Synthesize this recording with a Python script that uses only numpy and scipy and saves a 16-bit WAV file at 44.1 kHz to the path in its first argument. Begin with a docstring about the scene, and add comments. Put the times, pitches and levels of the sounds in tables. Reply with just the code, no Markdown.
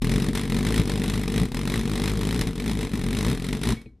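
"""A jam-jar pulse jet burning in a pan in a small, quiet workshop, heard close to the microphone.
From the start it fires about fifty times a second, surging and nearly stalling.
Each cycle is a pressure spike, a rush of hiss through the hole in the lid, a deep suction and a rebound;
jar and room ring with it, bench and walls scatter it, and the flame churns in filtered noise.
At the end the flame dies in three weak puffs, and the lid ticks twice."""
import sys
import numpy as np
from scipy import signal
from scipy.fft import rfft, irfft
from scipy.io import wavfile

SR = 44100
rng = np.random.default_rng(int(sys.argv[2]) if len(sys.argv) > 2 else 0)


def transcribe(u):
    """Save the signal u as a 16-bit wav file named by the first command-line argument.

    u: samples, shape (n,) or (channels, n), limited to [-1, 1]; the rate is SR.
    q: integer samples, one column per channel.
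    """
    v = np.clip(np.atleast_2d(u).T, -1, 1)
    q = np.round(v * 32767).astype(np.int16)
    wavfile.write(sys.argv[1], SR, q)


N = 176400  # four seconds of samples

EARLY_T60_S = 0.047  # quick scatter from the clutter on the bench
ROOM_GAP_S = 0.0032  # wait before the first scattered sound


def undb(db):
    """Decibels to gain."""
    return 10 ** (np.asarray(db) / 20)


def through(x, response):
    """Play a sound through an impulse response."""
    return signal.fftconvolve(x, response)[:N]


def unit(response):
    """Scale a response to unit energy."""
    return response / np.sqrt(np.sum(response ** 2))


def colour(points, size=8192):
    """Minimum-phase response with the given (pitch_hz, level_db) curve, made by folding its cepstrum."""
    hz, db = np.array(points, float).T
    f = np.maximum(np.arange(size // 2 + 1) * SR / size, 1)
    curve_db = np.interp(np.log(f), np.log(hz), db)
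    cepstrum = irfft(np.log(undb(curve_db)))
    cepstrum[1:size // 2] *= 2
    cepstrum[size // 2 + 1:] = 0
    return irfft(np.exp(rfft(cepstrum)))


def coloured_noise(swell, points):
    """Noise that follows a swell, coloured by a curve whose overall level is evened out."""
    return through(swell * rng.standard_normal(N), unit(colour(points)))


def fade(t60):
    """Half a second of exponential decay, falling 60 dB in t60 seconds."""
    return np.exp(-np.log(1000) * np.arange(SR // 2) / SR / t60)


def ring(modes):
    """Response of decaying modes, each brought to unit energy before its level is set."""
    t = np.arange(SR // 2) / SR
    response = np.zeros(len(t))
    for hz, t60, db in modes:
        response += undb(db) * unit(fade(t60) * np.cos(2 * np.pi * hz * t))
    return response


def arrival(steepness):
    """Silence for the room gap, then a ramp up to full scatter."""
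    t = np.arange(SR // 2) / SR
    return np.clip((t - ROOM_GAP_S) / ROOM_GAP_S * steepness, 0, 1)


def bumps(times, widths, heights):
    """A sum of short bell-shaped swells, each cut off an eightieth of a second from its centre."""
    out, reach = np.zeros(N), np.arange(-SR // 80, SR // 80)
    at = (times[:, None] * SR).astype(int) + reach
    bell = np.exp(-.5 * ((at / SR - times[:, None]) / widths[:, None]) ** 2)
    inside = (at >= 0) * (at < N)
    np.add.at(out, np.clip(at, 0, N - 1), heights[:, None] * bell * inside)
    return out


def chance(times, count):
    """A few random values for each firing."""
    return rng.standard_normal((count, len(times)))


# colour of the quiet room, relative per Hz: (pitch_hz, level_db)
ROOM_COLOUR = [(30, -3), (69, 0), (219, -13), (600, -34), (1000, -42), (5500, -52), (14000, -68)]
ROOM_DB = -56


def quiet_room():
    """Steady noise of the workshop behind the jet, strongest in the bass."""
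    return undb(ROOM_DB) * coloured_noise(np.ones(N), ROOM_COLOUR)


# firing rate of the jet: (start_s, rate_hz)
FIRING_RATE = [(0.0, 43.9), (0.07, 39.3), (0.15, 48.9), (0.33, 44.4), (0.36, 47.6), (0.43, 51.5),
               (0.49, 42.2), (0.72, 54.8), (0.8, 54.6), (0.84, 50.2), (0.9, 47.5), (0.97, 52.3),
               (0.99, 47.5), (1.2, 53.5), (1.25, 44.0), (1.43, 57.1), (1.48, 26.1), (1.53, 36.7),
               (1.63, 51.4), (1.68, 41.8), (1.79, 60.1), (1.83, 43.1), (1.92, 53.4), (1.95, 47.4),
               (2.18, 53.9), (2.22, 48.7), (2.35, 57.3), (2.39, 67.6), (2.42, 33.6), (2.45, 59.3),
               (2.48, 60.2), (2.53, 38.4), (2.58, 45.1), (2.69, 56.8), (2.75, 51.4), (2.86, 50.6),
               (2.89, 40.9), (2.97, 55.9), (3.03, 40.0), (3.18, 52.3), (3.24, 49.0), (3.27, 59.1),
               (3.32, 66.7), (3.36, 38.8), (3.54, 50.7), (3.59, 43.1), (3.7, 62.2), (3.74, 55.3)]
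# strength of the burn, before each layer's own level: (start_s, thump_db, hiss_db)
BURN_STRENGTH = [(0.021, -24, -22), (0.16, -21.5, -20.5), (0.268, -25, -24.5), (0.287, -20, -21),
                 (0.311, -28.5, -34.5), (0.354, -25, -18.5), (0.475, -27, -28.5), (0.524, -24.5, -20.5),
                 (0.608, -23, -23), (0.782, -24, -18.5), (0.796, -18, -18.5), (0.835, -30, -29),
                 (0.898, -24.5, -19), (0.939, -25.5, -24.5), (1.1, -24.5, -19), (1.119, -28.5, -26),
                 (1.137, -25.5, -22), (1.261, -27, -28), (1.283, -23, -20.5), (1.304, -26.5, -28),
                 (1.362, -24, -19.5), (1.435, -22.5, -22.5), (1.491, -35, -34), (1.548, -28, -21.5),
                 (1.635, -26.5, -26), (1.675, -24.5, -19), (1.791, -24.5, -20.5), (1.836, -29.5, -28),
                 (1.855, -26.5, -25), (2.06, -24, -19), (2.154, -26, -25), (2.344, -25.5, -19.5),
                 (2.378, -25, -27), (2.413, -23, -14), (2.455, -29, -37), (2.473, -27.5, -23),
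                 (2.488, -27, -33), (2.533, -33, -32.5), (2.603, -28, -24.5), (2.64, -29.5, -25.5),
                 (2.677, -24.5, -20), (2.733, -27, -25.5), (2.853, -26.5, -24), (2.894, -33, -31),
                 (2.938, -25.5, -26), (2.955, -28, -28.5), (3.17, -24.5, -20.5), (3.249, -25.5, -20),
                 (3.284, -22, -19), (3.398, -31.5, -28.5), (3.49, -27.5, -24), (3.511, -26, -31),
                 (3.528, -24, -21.5), (3.596, -31, -30), (3.634, -25.5, -18), (3.656, -25.5, -23.5),
                 (3.688, -22.5, -15.5), (3.74, -22, -27)]
# last weak puffs, before each layer's own level: (start_s, hiss_db, thump_db)
DYING_PUFFS = [(3.774, -56.5, -40), (3.818, -41.5, -44.5), (3.866, -72.5, -41)]
TIMING_SCATTER_S = .0004


def firings():
    """Time, thump dB and hiss dB of every cycle: one per whole turn of the rate, then the dying puffs."""
    rate_s, rate_hz = np.array(FIRING_RATE, float).T
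    t = np.arange(N) / SR
    burning = t < rate_s[-1]
    turns = np.cumsum(np.interp(t, rate_s, rate_hz) * burning) / SR
    times = t[1:][np.diff(np.floor(turns)) > 0]
    at, thump_db, hiss_db = np.array(BURN_STRENGTH, float).T
    puff_s, puff_hiss_db, puff_thump_db = np.array(DYING_PUFFS, float).T
    scattered = times + TIMING_SCATTER_S * chance(times, count=1)[0]
    return (np.r_[puff_s, scattered],
            np.r_[puff_thump_db, np.interp(times, at, thump_db)],
            np.r_[puff_hiss_db, np.interp(times, at, hiss_db)])


# lobes of one pressure cycle: (lag_s from the firing, width_s, relative height, timing_scatter_s)
PRESSURE_LOBES = [(-.0034, 0.00053, 0.72, 0.00034), (0, 0.0024, -2.1, .0002), (.004, 0.00057, .42, 0.00081),
                  (0.0125, 0.0071, -0.33, 0.0013)]
# nearby surfaces that echo the thump: (delay_s, level_db)
NEAR_ECHOES = [(.0052, -7.5), (.0091, -15.5), (0.0153, -21)]
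# low resonances of jar and room, relative: (pitch_hz, t60_s, level_db)
BODY_MODES = [(121, 0.3, -18.5), (220, 0.047, -8.5), (284.5, 0.19, -15), (413, 0.054, -22.5),
              (438, 0.079, -19)]
# colour of the whole thump: (pitch_hz, level_db)
THUMP_CURVE = [(15, -12), (30, 2), (48, -6.5), (75, -10), (98, -7), (122, -2.5), (240, 6), (345, 1),
               (400, 3), (468, 5.5), (500, -6.5), (800, 4), (2000, 2), (6000, -35.5)]
THUMP_DB, BODY_DB = 7, -16.5
LOBE_SCATTER_DB, LOBE_WIDTH_SCATTER = 1.3, .16  # width scatter is in natural-log units


def thump(times, db):
    """Spike, suction, rebound and a slow shallow dip each cycle, ringing the jar and the room."""
    pressure = np.zeros(N)
    for lag, width, height, scatter in PRESSURE_LOBES:
        late, wide, big = chance(times, count=3)
        widths = width * np.exp(LOBE_WIDTH_SCATTER * wide)
        heights = height * undb(db + THUMP_DB + LOBE_SCATTER_DB * big)
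        pressure += bumps(times + lag + scatter * late, widths, heights)
    t = np.arange(N) / SR
    echoes = sum(undb(echo_db) * np.interp(t - delay, t, pressure, left=0) for delay, echo_db in NEAR_ECHOES)
    rung = undb(BODY_DB) * through(pressure, ring(BODY_MODES))
    return through(pressure + echoes + rung + workshop(pressure), colour(THUMP_CURVE))


LOW_T60_S, LOW_EARLY_DB, LOW_TAIL_DB = 0.56, -19, -13


def workshop(x):
    """Reflections of the thump: quick scatter from the clutter on the bench, then the room's tail."""
    early, tail = rng.standard_normal((2, SR // 2)) * arrival(steepness=10)
    scatter = undb(LOW_EARLY_DB) * unit(early * fade(EARLY_T60_S))
    reverb = undb(LOW_TAIL_DB) * unit(tail * fade(LOW_T60_S))
    return through(x, scatter + reverb)


# colour of the rushing gas, relative per Hz: (pitch_hz, level_db)
GAS_COLOUR = [(100, -24.5), (400, 4), (600, -1.5), (1000, 2), (1550, -2.5), (1960, 3), (2500, -0.5),
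              (2850, -3.5), (3730, 0), (4200, -2.5), (4620, -8), (5100, -6), (6540, -11.5), (7500, -12.5),
              (9270, -9.5), (11800, -17), (13500, -20), (15000, -55.5)]
# colour of the sizzle, relative per Hz: (pitch_hz, level_db)
SIZZLE_CURVE = [(1500, -31), (5200, -8.5), (6500, -6.5), (7700, -0.5), (9300, -3.5), (11900, -2.5),
                (13500, -24.5), (15000, -52)]
RUSH_LEAD_S = 0.001  # the gas is fastest just before the deepest suction
RUSH_DB, RUSH_S, RUSH_SCATTER, HISS_SCATTER_DB = -7, 0.0015, 0.3, -0.66
PLUME_DB, PLUME_LAG_S, PLUME_S = -15.5, 0.0042, 0.002  # the gas breaks up above the lid after each rush
PLUME_SCATTER_DB, PLUME_LAG_SCATTER = 1.5, 0.27  # lag scatter, like rush scatter, in natural-log units
LEAK_DB, LEAK_LAG_S, LEAK_S = -30.5, 0.014, .005
SIZZLE_DB, SIZZLE_S = -17, 0.0013  # the brightest hiss comes only at the top speed of the gas


def jet(times, db):
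    """Gas tears through the hole each cycle, sizzles at its fastest, breaks up in a plume and leaks softly."""
    wide, big, spill, late = chance(times, count=4)
    stretch = np.exp(RUSH_SCATTER * wide)
    peak_db = db + HISS_SCATTER_DB * big
    peak_s = times - RUSH_LEAD_S
    rush = bumps(peak_s, RUSH_S * stretch, undb(peak_db + RUSH_DB))
    sizzle = bumps(peak_s, SIZZLE_S * stretch, undb(peak_db + SIZZLE_DB))
    plume_s = peak_s + PLUME_LAG_S * np.exp(PLUME_LAG_SCATTER * late)
    plume = bumps(plume_s, PLUME_S * stretch, undb(peak_db + PLUME_DB + PLUME_SCATTER_DB * spill))
    leak = bumps(times + LEAK_LAG_S, np.full(len(times), LEAK_S), undb(db + LEAK_DB))
    flow = np.sqrt(rush ** 2 + plume ** 2 + leak ** 2)  # independent noises add by energy
    return coloured_noise(flow, GAS_COLOUR) + coloured_noise(sizzle, SIZZLE_CURVE) + diffuse(flow)


HIGH_T60_S, HIGH_EARLY_DB, HIGH_TAIL_DB = 0.26, -11, -7.5


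def diffuse(flow):
    """The hiss scatters off the clutter and fills the room: a smooth wash that follows its energy."""
    arrived = arrival(steepness=2)
    early = undb(HIGH_EARLY_DB) * unit(arrived * fade(EARLY_T60_S))
    tail = undb(HIGH_TAIL_DB) * unit(arrived * fade(HIGH_T60_S))
    energy = through(flow ** 2, early ** 2 + tail ** 2)
    return coloured_noise(np.sqrt(np.maximum(energy, 0)), GAS_COLOUR)


# colour of the flame's turbulence, relative per Hz: (pitch_hz, level_db)
FLAME_COLOUR = [(35, -25.5), (70, -10), (95, -5.5), (120, 3.5), (170, 4), (255, 5), (320, -2.5), (360, -13),
                (395, -10.5), (470, -1), (500, -19.5), (1000, -44.5), (4000, -79)]
ROAR_DB, ROAR_S, ROAR_LAG_S = -5, 0.0048, 0.0051


def roar(times, db):
    """The flame churns at random while each charge burns: low noise swelling after every firing."""
    swell = bumps(times + ROAR_LAG_S, np.full(len(times), ROAR_S), undb(db + ROAR_DB))
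    return coloured_noise(swell, FLAME_COLOUR)


# the lid ticks as the flame dies, before the ringing: (start_s, level_db)
LID_TICKS = [(3.772, -24), (3.862, -31)]
# ring of the lid: (pitch_hz, t60_s, level_db)
LID_MODES = [(1958, .05, -10), (2245, .18, 0), (2450, .05, -7), (3350, .16, -12), (4129, .15, -9)]
# ring of the jar under the ticking lid: (pitch_hz, t60_s, level_db)
JAR_MODES = [(320, 0.16, 3), (425, 0.079, 3)]
TICK_S, TICK_TOP_HZ = .003, 3800


def ticks():
    """Brief soft rattles, noise with its top rolled off, that set the lid and the jar ringing."""
    start_s, db = np.array(LID_TICKS, float).T
    rattle = bumps(start_s, np.full(len(start_s), TICK_S), undb(db)) * rng.standard_normal(N)
    soft = signal.sosfilt(signal.butter(4, TICK_TOP_HZ, fs=SR, output="sos"), rattle)
    return through(soft, ring(LID_MODES) + ring(JAR_MODES)) / np.sqrt(TICK_S * SR)


def pan(x, db):
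    """Place a sound left of centre by a level difference between the two channels."""
    return x * undb(np.array([[db], [-db]]) / 2)


# how much of the hiss differs between the ears: (pitch_hz, level_db)
HISS_WIDTH = [(500, -17.5), (1600, -25.5), (2500, -13.5), (3500, -22.5), (4700, -11), (7000, -8.5),
              (10000, -16), (14000, -60)]


def spread(hiss):
    """Blur the hiss with fading noise and add it in opposite sign to left and right."""
    blurred = through(hiss, unit(rng.standard_normal(SR // 2) * fade(.07)))
    return through(blurred, colour(HISS_WIDTH)) * np.array([[1], [-1]])


THUMP_PAN_DB, GAS_PAN_DB = 1.78, 1.1  # left over right


def scene():
    """The jet close to the microphone, a little left of centre, over the quiet workshop."""
    room = quiet_room()
    times, thump_db, hiss_db = firings()
    low = thump(times, thump_db) + roar(times, thump_db) + room
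    hiss = jet(times, hiss_db) + ticks()
    return pan(low, THUMP_PAN_DB) + pan(hiss, GAS_PAN_DB) + spread(hiss)


RUMBLE_CUT_HZ, TOP_HZ = 37, 15500


def record(dry):
    """The recorder cuts the deepest rumble and the top."""
    dry = signal.sosfiltfilt(signal.butter(4, RUMBLE_CUT_HZ, "high", fs=SR, output="sos"), dry)
    return signal.sosfilt(signal.ellip(8, .2, 70, TOP_HZ, fs=SR, output="sos"), dry)


dry = scene()
out = record(dry)
transcribe(out)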